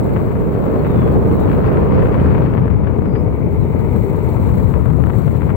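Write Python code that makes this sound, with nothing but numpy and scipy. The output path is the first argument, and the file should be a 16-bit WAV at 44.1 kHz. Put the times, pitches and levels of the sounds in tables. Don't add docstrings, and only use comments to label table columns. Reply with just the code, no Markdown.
import sys
import numpy as np
from scipy import signal
from scipy.fft import rfft, irfft, next_fast_len
from scipy.io import wavfile
from scipy.ndimage import uniform_filter1d, minimum_filter1d

SR = 44100
rng = np.random.default_rng(int(sys.argv[2]) if len(sys.argv) > 2 else 0)


def transcribe(signal):
    frames = np.atleast_2d(signal).T
    limited = np.clip(frames, -1, 1)
    pcm = np.round(limited * 32767).astype(np.int16)
    wavfile.write(sys.argv[1], SR, pcm)


def rack_gain(trim_db):
    fader = np.asarray(trim_db, float)
    return 10 ** (fader / 20)


N = 245181

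# time_s, push_left_db, push_right_db, churn_left_db
AIRSTREAM = [(0, -16, -16.5, -35), (.35, -17, -20, -32), (.7, -19.5, -16, -36.5), (1.05, -14, -15.5, -30),
             (1.3, -16, -15, -35), (1.55, -12, -14, -29), (1.9, -14.5, -15, -29.5),
             (2.3, -11.5, -15.5, -30), (2.5, -12.5, -17.5, -32), (2.75, -12.5, -22, -36.5),
             (3.2, -16, -21, -41.5), (3.5, -15, -22.5, -47), (4.0, -14, -21, -42), (4.2, -13.5, -22.5, -39),
             (4.6, -11, -21, -38.5), (4.95, -10.5, -25, -37.5), (5.2, -13.5, -27.5, -36),
             (5.56, -14.5, -22.5, -40.5)]
LAYER_CENTRES_HZ = [70, 140, 410, 1970]
PUSH_SLOPE_LEFT = [1.256, 1.07, 0.073, .05]
CHURN_SLOPE_LEFT = [-0.098, -0.033, 0.14, 0.93]
PUSH_SLOPE_RIGHT = [1.012, 0.94, 1.7, 1.9]
# freq_hz, density_db_per_hz
WIND_COLOUR_LEFT = [(20, -22.5), (35, -24), (60, -0.5), (90, 2), (140, -2), (220, -8.5), (330, -13.5),
                    (500, -17.5), (750, -25.5), (1100, -26.5), (1700, -38.5), (2500, -46), (3700, -61.5),
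                    (4650, -63), (5500, -70.5)]
WIND_COLOUR_RIGHT = [(20, -26.5), (35, -4.5), (60, -4.5), (90, -4), (140, 3), (220, -3), (330, -7.5),
                     (500, -9.5), (750, -23), (1100, -26), (1700, -44), (2500, -51.5), (3700, -71),
                     (4650, -77), (5500, -72.5)]
# freq_hz, shared_burst_db, own_flicker_db
GUSTINESS = [(30, 1, 0), (153, 0.36, 0), (534, 2.5, 1.5), (1520, 1, 0.5), (5000, 2, 1.2)]
# peak_s, peak_db
POPS_LEFT = [(0.0002, -22), (0.0937, -26), (0.1607, -26), (0.1649, -16), (0.1713, -25), (0.177, -27),
             (0.3172, -35), (0.8493, -21), (1.0204, -19), (1.0771, -27), (1.102, -29), (1.2575, -23),
             (1.2872, -23), (1.3139, -22), (1.5499, -22), (1.688, -25), (1.7449, -20), (1.7677, -25),
             (1.7729, -16), (1.9788, -29), (2.0582, -24), (2.1209, -25), (2.1443, -16.5), (2.1548, -25),
             (2.1854, -22), (2.2586, -25), (2.3158, -23), (2.3495, -18), (2.3542, -29), (2.3812, -21),
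             (2.5378, -19), (2.5509, -23), (2.5725, -21), (2.5786, -20), (2.6475, -28), (2.6707, -27),
             (2.6801, -22), (2.7034, -22), (3.0577, -22), (3.0948, -28), (3.1547, -21), (3.1589, -24),
             (4.7402, -17), (4.7551, -27), (4.9032, -26), (5.0394, -19), (5.0996, -19), (5.1045, -18.5),
             (5.1349, -24), (5.2804, -21), (5.3464, -31), (5.4092, -28), (5.4198, -20.5), (5.4308, -26),
             (5.4931, -21), (5.5031, -19), (5.5072, -23), (5.5126, -29)]
POPS_RIGHT = [(0.0009, -33), (0.1609, -28), (0.4003, -29), (0.4313, -38), (0.6555, -28), (0.6798, -39),
              (0.7199, -35), (0.8553, -33), (0.8623, -33), (0.8673, -19), (0.8949, -32), (0.9411, -31),
              (0.9463, -20), (1.0092, -30), (1.0337, -27), (1.0873, -26), (1.103, -32), (1.1717, -34),
              (1.2551, -30), (1.3992, -32), (1.4384, -36), (1.4439, -35), (1.4517, -27), (1.4751, -26),
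              (1.5344, -33), (1.5846, -27), (1.6052, -23), (1.6139, -34), (1.6834, -30), (1.6963, -30),
              (1.7178, -27), (1.723, -22), (1.7454, -32), (1.7919, -26), (1.8354, -30), (1.8665, -27),
              (1.8738, -31), (1.8849, -34), (1.911, -31), (1.9306, -32), (1.9765, -29), (2.0068, -33),
              (2.0685, -35), (2.1023, -34), (2.1117, -29), (2.1667, -34), (2.172, -23), (2.1905, -29),
              (2.249, -33), (2.26, -19), (2.2672, -34), (2.4403, -33), (2.4828, -34), (2.8088, -42),
              (3.0634, -29), (3.3688, -43), (4.2079, -37), (5.1904, -41)]
# peak_s, peak_db
THUMPS_LEFT = [
    (0.715, -34),
    (2.506, -27),
    (2.845, -20),
    (2.911, -14),
    (2.989, -8.5),
    (3.53, -42),
    (4.859, -2),
    (4.904, -16),
    (5.07, -1),
    (5.156, -21),
]
# peak_s, peak_db
FLURRIES_LEFT = [(0.854, -22.5), (1.4784, -21), (1.494, -21), (1.5155, -18), (1.53, -23), (2.02, -17),
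                 (2.0553, -17), (2.1988, -16), (2.42, -15), (2.46, -19.5), (2.845, -24.5), (2.87, -19.5),
                 (2.886, -26), (3.955, -25), (4.49, -23), (5.185, -31)]
# time_s, deck_drone_db, wheel_ring_db
ROLLING = [(0, -28, -24), (.12, -25, -24.5), (.7, -22, -30), (.9, -23, -20.5), (1.04, -27.5, -31),
           (1.18, -23, -37), (1.28, -13, -20), (1.36, -24, -26), (1.9, -21.5, -24), (2.14, -25.5, -22),
           (2.42, -19.5, -24.5), (2.5, -28.5, -27), (3.1, -25.5, -26.5), (3.8, -25, -22), (4.17, -25, -21),
           (4.45, -31.5, -21), (4.95, -28.5, -29.5), (5.56, -30, -22.5)]
# centre_hz, width_hz, left_db, right_db
DECK_MODES = [
    (420.3, 86.5, -2.0, -5),
    (567, 55, -16.5, -27),
]
WHEEL_MODES = [
    (907, 106, -14.5, -20.5),
    (1164, 100, -26.5, -30.5),
    (2120, 357, -22, -33.5),
    (4370, 1200, -45.5, -52),
]
# time_s, level_db
SAND = [(0.0, -57), (0.36, -60.5), (1.39, -58), (1.75, -61), (1.93, -63), (2.35, -60), (2.72, -68),
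        (2.96, -69), (3.22, -66), (3.58, -62.5), (3.98, -58.5), (4.37, -56), (4.57, -55.5), (4.74, -58.5),
        (4.99, -59), (5.23, -55.5), (5.45, -59), (5.56, -62.5)]
# start_s, over_hiss_db
PATCHES = [(0.541, 3), (0.654, 5.5), (0.938, 6.5), (1.12, 5.5), (1.398, 10.5), (2.046, 8), (2.661, 8),
           (2.976, 9.5), (3.331, 6.5), (3.788, 12), (3.803, -1.5), (3.959, 14), (3.987, 6), (4.037, 2),
           (4.287, 10), (4.642, 2.5), (4.701, 6.5), (5.183, 8)]
# freq_hz, density_db_per_hz
GRIT_COLOUR_LEFT = [(3000, -13), (4000, 0), (4650, -5.5), (5000, -34.5), (5600, -9), (6600, -10), (7600, 0),
                    (8600, -7), (10000, -11.5), (11200, -6.5), (12300, -1), (13800, -9), (15000, -5.5),
                    (15700, -1)]
GRIT_COLOUR_RIGHT = [(3000, -4), (4200, -7.5), (5300, -20), (6500, -15), (7600, -24.5), (8600, -24.5),
                     (10000, -34.5), (11200, -18), (12300, -10.5), (13800, -5.5), (15000, -1), (15600, 2.5)]
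# time_s, pitch_hz, level_db
BIRD_CALLS = [
    [(.77, 4680, -70), (.795, 4340, -59), (.82, 4090, -72), (.86, 3850, -67), (.92, 3660, -61),
     (1.0, 3480, -58.5), (1.07, 3340, -62), (1.1, 3290, -66), (1.145, 3250, -63)],
    [(.70, 3750, -72), (.76, 3500, -70), (.85, 3320, -70), (.95, 3170, -72)],
    [(1.32, 4260, -65), (1.345, 4100, -59), (1.362, 3960, -67), (1.40, 3810, -60), (1.465, 3700, -65)],
    [(2.77, 3950, -75), (2.82, 3720, -74), (2.89, 3450, -75)],
    [(2.905, 6700, -78), (2.93, 6580, -76), (2.955, 6450, -78)],
    [(3.035, 5250, -70), (3.06, 5030, -68), (3.11, 4900, -67), (3.165, 4940, -59.5), (3.2, 5040, -63),
     (3.235, 5110, -75)],
    [(3.59, 4170, -66), (3.615, 4030, -62), (3.64, 3840, -68), (3.685, 3600, -74)],
]

PORT_LAG_S, PORT_FLIP_HZ = .00014, 11000
NOTCH_HZ, NOTCH_WIDTH_HZ, NOTCH_DEPTH = 5300, 600, .45
POP_LEAD_S, POP_TOP_HZ = .0004, 2400
FRAY_SHARE = .05
THROB_CEILING = 1.31
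SWAY_DB, SWAY_PER_S = 1.5, 4
GRIT_TURN_DB_PER_DB = .22
TOP_CUT_HZ = 15850


def unit(x):
    return x / np.sqrt(np.mean(x ** 2) + 1e-20)


def in_time(rows):
    time_s, *columns = np.transpose(rows)
    return [np.interp(np.arange(N) / SR, time_s, column) for column in columns]


def at_hz(points, hz, order=1):
    points = np.array(points)
    return np.interp(np.log(hz), np.log(points[:, 0]), points[:, order])


def drift(rate_hz):
    r = np.exp(-40 * np.pi * rate_hz / SR)
    noise = rng.standard_normal(N // 20 + 2002)
    slow = signal.lfilter([1], [1, -2 * r, r * r], noise)[2000:]
    return np.interp(np.arange(N) / 20, np.arange(len(slow)), unit(slow))


def coloured(x, colour, slope_db):
    size = next_fast_len(N, real=True)
    hz = np.fft.rfftfreq(size, 1 / SR) + 1
    octaves_above = np.maximum(np.log2(hz / colour[-1][0]), 0)
    octaves_below = np.maximum(np.log2(colour[0][0] / hz), 0)
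    shape_db = at_hz(colour, hz) - slope_db * (octaves_above + octaves_below)
    return hz, rfft(x, size) * rack_gain(shape_db)


def wave(spectrum):
    return irfft(spectrum)[:N]


def resonance(x, hz, width_hz):
    r = np.exp(-np.pi * width_hz / SR)
    poles = [1, -2 * r * np.cos(2 * np.pi * hz / SR), r * r]
    return signal.lfilter([(1 - r * r) / 2, 0, (r * r - 1) / 2], poles, x)


def grains(per_s, spread_db):
    size_db = spread_db * np.minimum(rng.exponential(1, N), 5)
    clicks = rack_gain(size_db) * rng.choice([-1, 1], N)
    return unit(clicks * (rng.random(N) < per_s / SR))


def delayed(x, lag_s):
    return np.interp(np.arange(N) - lag_s * SR, np.arange(N), x)


def low_or_high(x, order, edge_hz, kind="low"):
    return signal.sosfilt(signal.butter(order, edge_hz, kind, fs=SR, output="sos"), x)


def airstream():
    push_left_db, push_right_db, churn_db = in_time(AIRSTREAM)
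    left_db = np.outer(PUSH_SLOPE_LEFT, push_left_db) + np.outer(CHURN_SLOPE_LEFT, churn_db)
    right_db = np.outer(PUSH_SLOPE_RIGHT, push_right_db)
    return [port_db + SWAY_DB * np.array([drift(SWAY_PER_S) for layer in port_db])
            for port_db in (left_db, right_db)]


def wind(levels_db, colour, trim_db):
    mean_db = 10 * np.log10(np.mean(rack_gain(2 * levels_db), axis=1))
    layers = np.arange(len(levels_db))
    stirring = .85 * rng.standard_normal(N) + .6 * grains(500, spread_db=3.2)
    hz, spectrum = coloured(stirring, colour, slope_db=23.5)
    bursts = np.clip(.6 * drift(36) + .6 * drift(120), -2, 2)
    out = 0
    for centre_hz in 35 * 2. ** np.arange(9):
        octaves_away = np.clip(np.log2(np.clip(hz, 35, 8960) / centre_hz), -1, 1)
        band = wave(spectrum * np.cos(octaves_away * np.pi / 2) ** 2)
        if centre_hz < 100:
            ceiling = THROB_CEILING * band.std()
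            band = 1.25 * ceiling * np.tanh(band / ceiling)
        place = np.interp(np.log(centre_hz), np.log(LAYER_CENTRES_HZ), layers)
        weights = np.maximum(1 - abs(place - layers), 0)
        swell_db = weights @ (levels_db - mean_db[:, None])
        flicker_db = at_hz(GUSTINESS, centre_hz) * bursts + at_hz(GUSTINESS, centre_hz, order=2) * drift(12)
        out = out + band * rack_gain(swell_db + flicker_db)
    return unit(out) * rack_gain(mean_db[0] + trim_db)


def pops(events, gain_db, cut_hz, ragged_share):
    peak_s, peak_db = np.transpose(events)
    strikes = np.zeros(N)
    at = np.maximum((peak_s - POP_LEAD_S) * SR, 0).astype(int)
    strikes[at] = rack_gain(peak_db + gain_db) * rng.choice([-1, 1], len(events))
    tail = signal.lfilter([1], [1, -np.exp(-1 / (.008 * SR))], strikes + 1e-18)
    ragged = tail * grains(2500, spread_db=3.0)
    puffs = low_or_high(strikes + ragged_share * ragged, 1, 250, "high")
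    return low_or_high(low_or_high(puffs, 2, cut_hz), 3, POP_TOP_HZ)


def body(modes, level_db):
    road = grains(4000, spread_db=4.0) * rack_gain(level_db + .5 * drift(2.3))
    other = grains(2700, spread_db=5.0) * rack_gain(level_db)
    out = np.zeros((2, N))
    for hz, width_hz, left_db, right_db in modes:
        pole_hz = width_hz * 1.5
        near, diffuse = (resonance(resonance(x, hz, pole_hz), hz, pole_hz) for x in (road, other))
        scale = np.sqrt(SR / 2 / width_hz)
        out[0] += scale * rack_gain(left_db) * near
        out[1] += scale * rack_gain(right_db) * (.95 * delayed(near, PORT_LAG_S) + .3 * diffuse)
    return out


def grit():
    left_db, = in_time(SAND)
    push_left_db, push_right_db, _ = in_time(AIRSTREAM)
    right_db = left_db - GRIT_TURN_DB_PER_DB * (push_left_db - push_right_db)
    swell_db = np.zeros(N)
    for start_s, over_db in PATCHES:
        swell_db[round(start_s * SR)] = .6 * over_db
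    swell_db = signal.lfilter([1], [1, -np.exp(-1 / (.015 * SR))], swell_db + 1e-18)
    flicker = rack_gain(swell_db + .6 * drift(9) + 1.5 * drift(70))
    common = .6 * grains(12000, spread_db=2.2)
    hz, left = coloured(common + .9 * grains(9000, spread_db=2.6), GRIT_COLOUR_LEFT, slope_db=24)
    hz, right = coloured(common + .9 * grains(9000, spread_db=2.6), GRIT_COLOUR_RIGHT, slope_db=24)
    right = right * np.sign(hz - PORT_FLIP_HZ)
    left = unit(wave(left)) * rack_gain(left_db + 7)
    right = unit(wave(right)) * rack_gain(right_db + 8)
    return flicker * np.array([left, right])


def birds():
    out, t = np.zeros(N), np.arange(N) / SR
    for call in BIRD_CALLS:
        pitch_hz, level_db = in_time(call)
        fade = np.clip(np.minimum(t - call[0][0], call[-1][0] - t) / .012, 0, 1)
        tone = np.sin(2 * np.pi * np.cumsum(pitch_hz) / SR)
        out += fade * rack_gain(level_db + 7.5 + 1.2 * drift(30)) * tone
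    out = out + rack_gain(-18) * delayed(out, .04)
    return np.array([rack_gain(2.5) * out, rack_gain(-7) * delayed(out, .0001)])


def scene():
    deck_db, wheel_db = in_time(ROLLING)
    levels_left_db, levels_right_db = airstream()
    left = wind(levels_left_db, WIND_COLOUR_LEFT, trim_db=2)
    left = left + pops(POPS_LEFT, gain_db=33.5, cut_hz=1150, ragged_share=FRAY_SHARE)
    left = left + pops(THUMPS_LEFT, gain_db=29, cut_hz=480, ragged_share=.031)
    left = left + pops(FLURRIES_LEFT, gain_db=9, cut_hz=1660, ragged_share=.88)
    right = wind(levels_right_db, WIND_COLOUR_RIGHT, trim_db=2.5)
    right = right + pops(POPS_RIGHT, gain_db=37, cut_hz=800, ragged_share=FRAY_SHARE)
    rolling = body(DECK_MODES, deck_db) + body(WHEEL_MODES, wheel_db)
    return np.array([left, right]) + rolling + grit() + birds()


def low_pass(x):
    return signal.sosfilt(signal.butter(12, 17110, fs=SR, output="sos"), x)


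def record(dry):
    dry = dry - NOTCH_DEPTH * resonance(dry, NOTCH_HZ, NOTCH_WIDTH_HZ)
    room = np.minimum(1, .95 / (abs(dry).max(axis=0) + 1e-9))
    gain = uniform_filter1d(minimum_filter1d(room, size=441), size=441)
    size = next_fast_len(N + 2000, real=True)
    held = np.pad(dry * gain, [(0, 0), (1000, size - N - 1000)], mode="reflect")
    passed = np.fft.rfftfreq(size, 1 / SR) < TOP_CUT_HZ
    mix = irfft(rfft(held) * passed, size)[:, 1000:N + 1000]
    return low_pass(mix)


dry = scene()
out = record(dry)
transcribe(out)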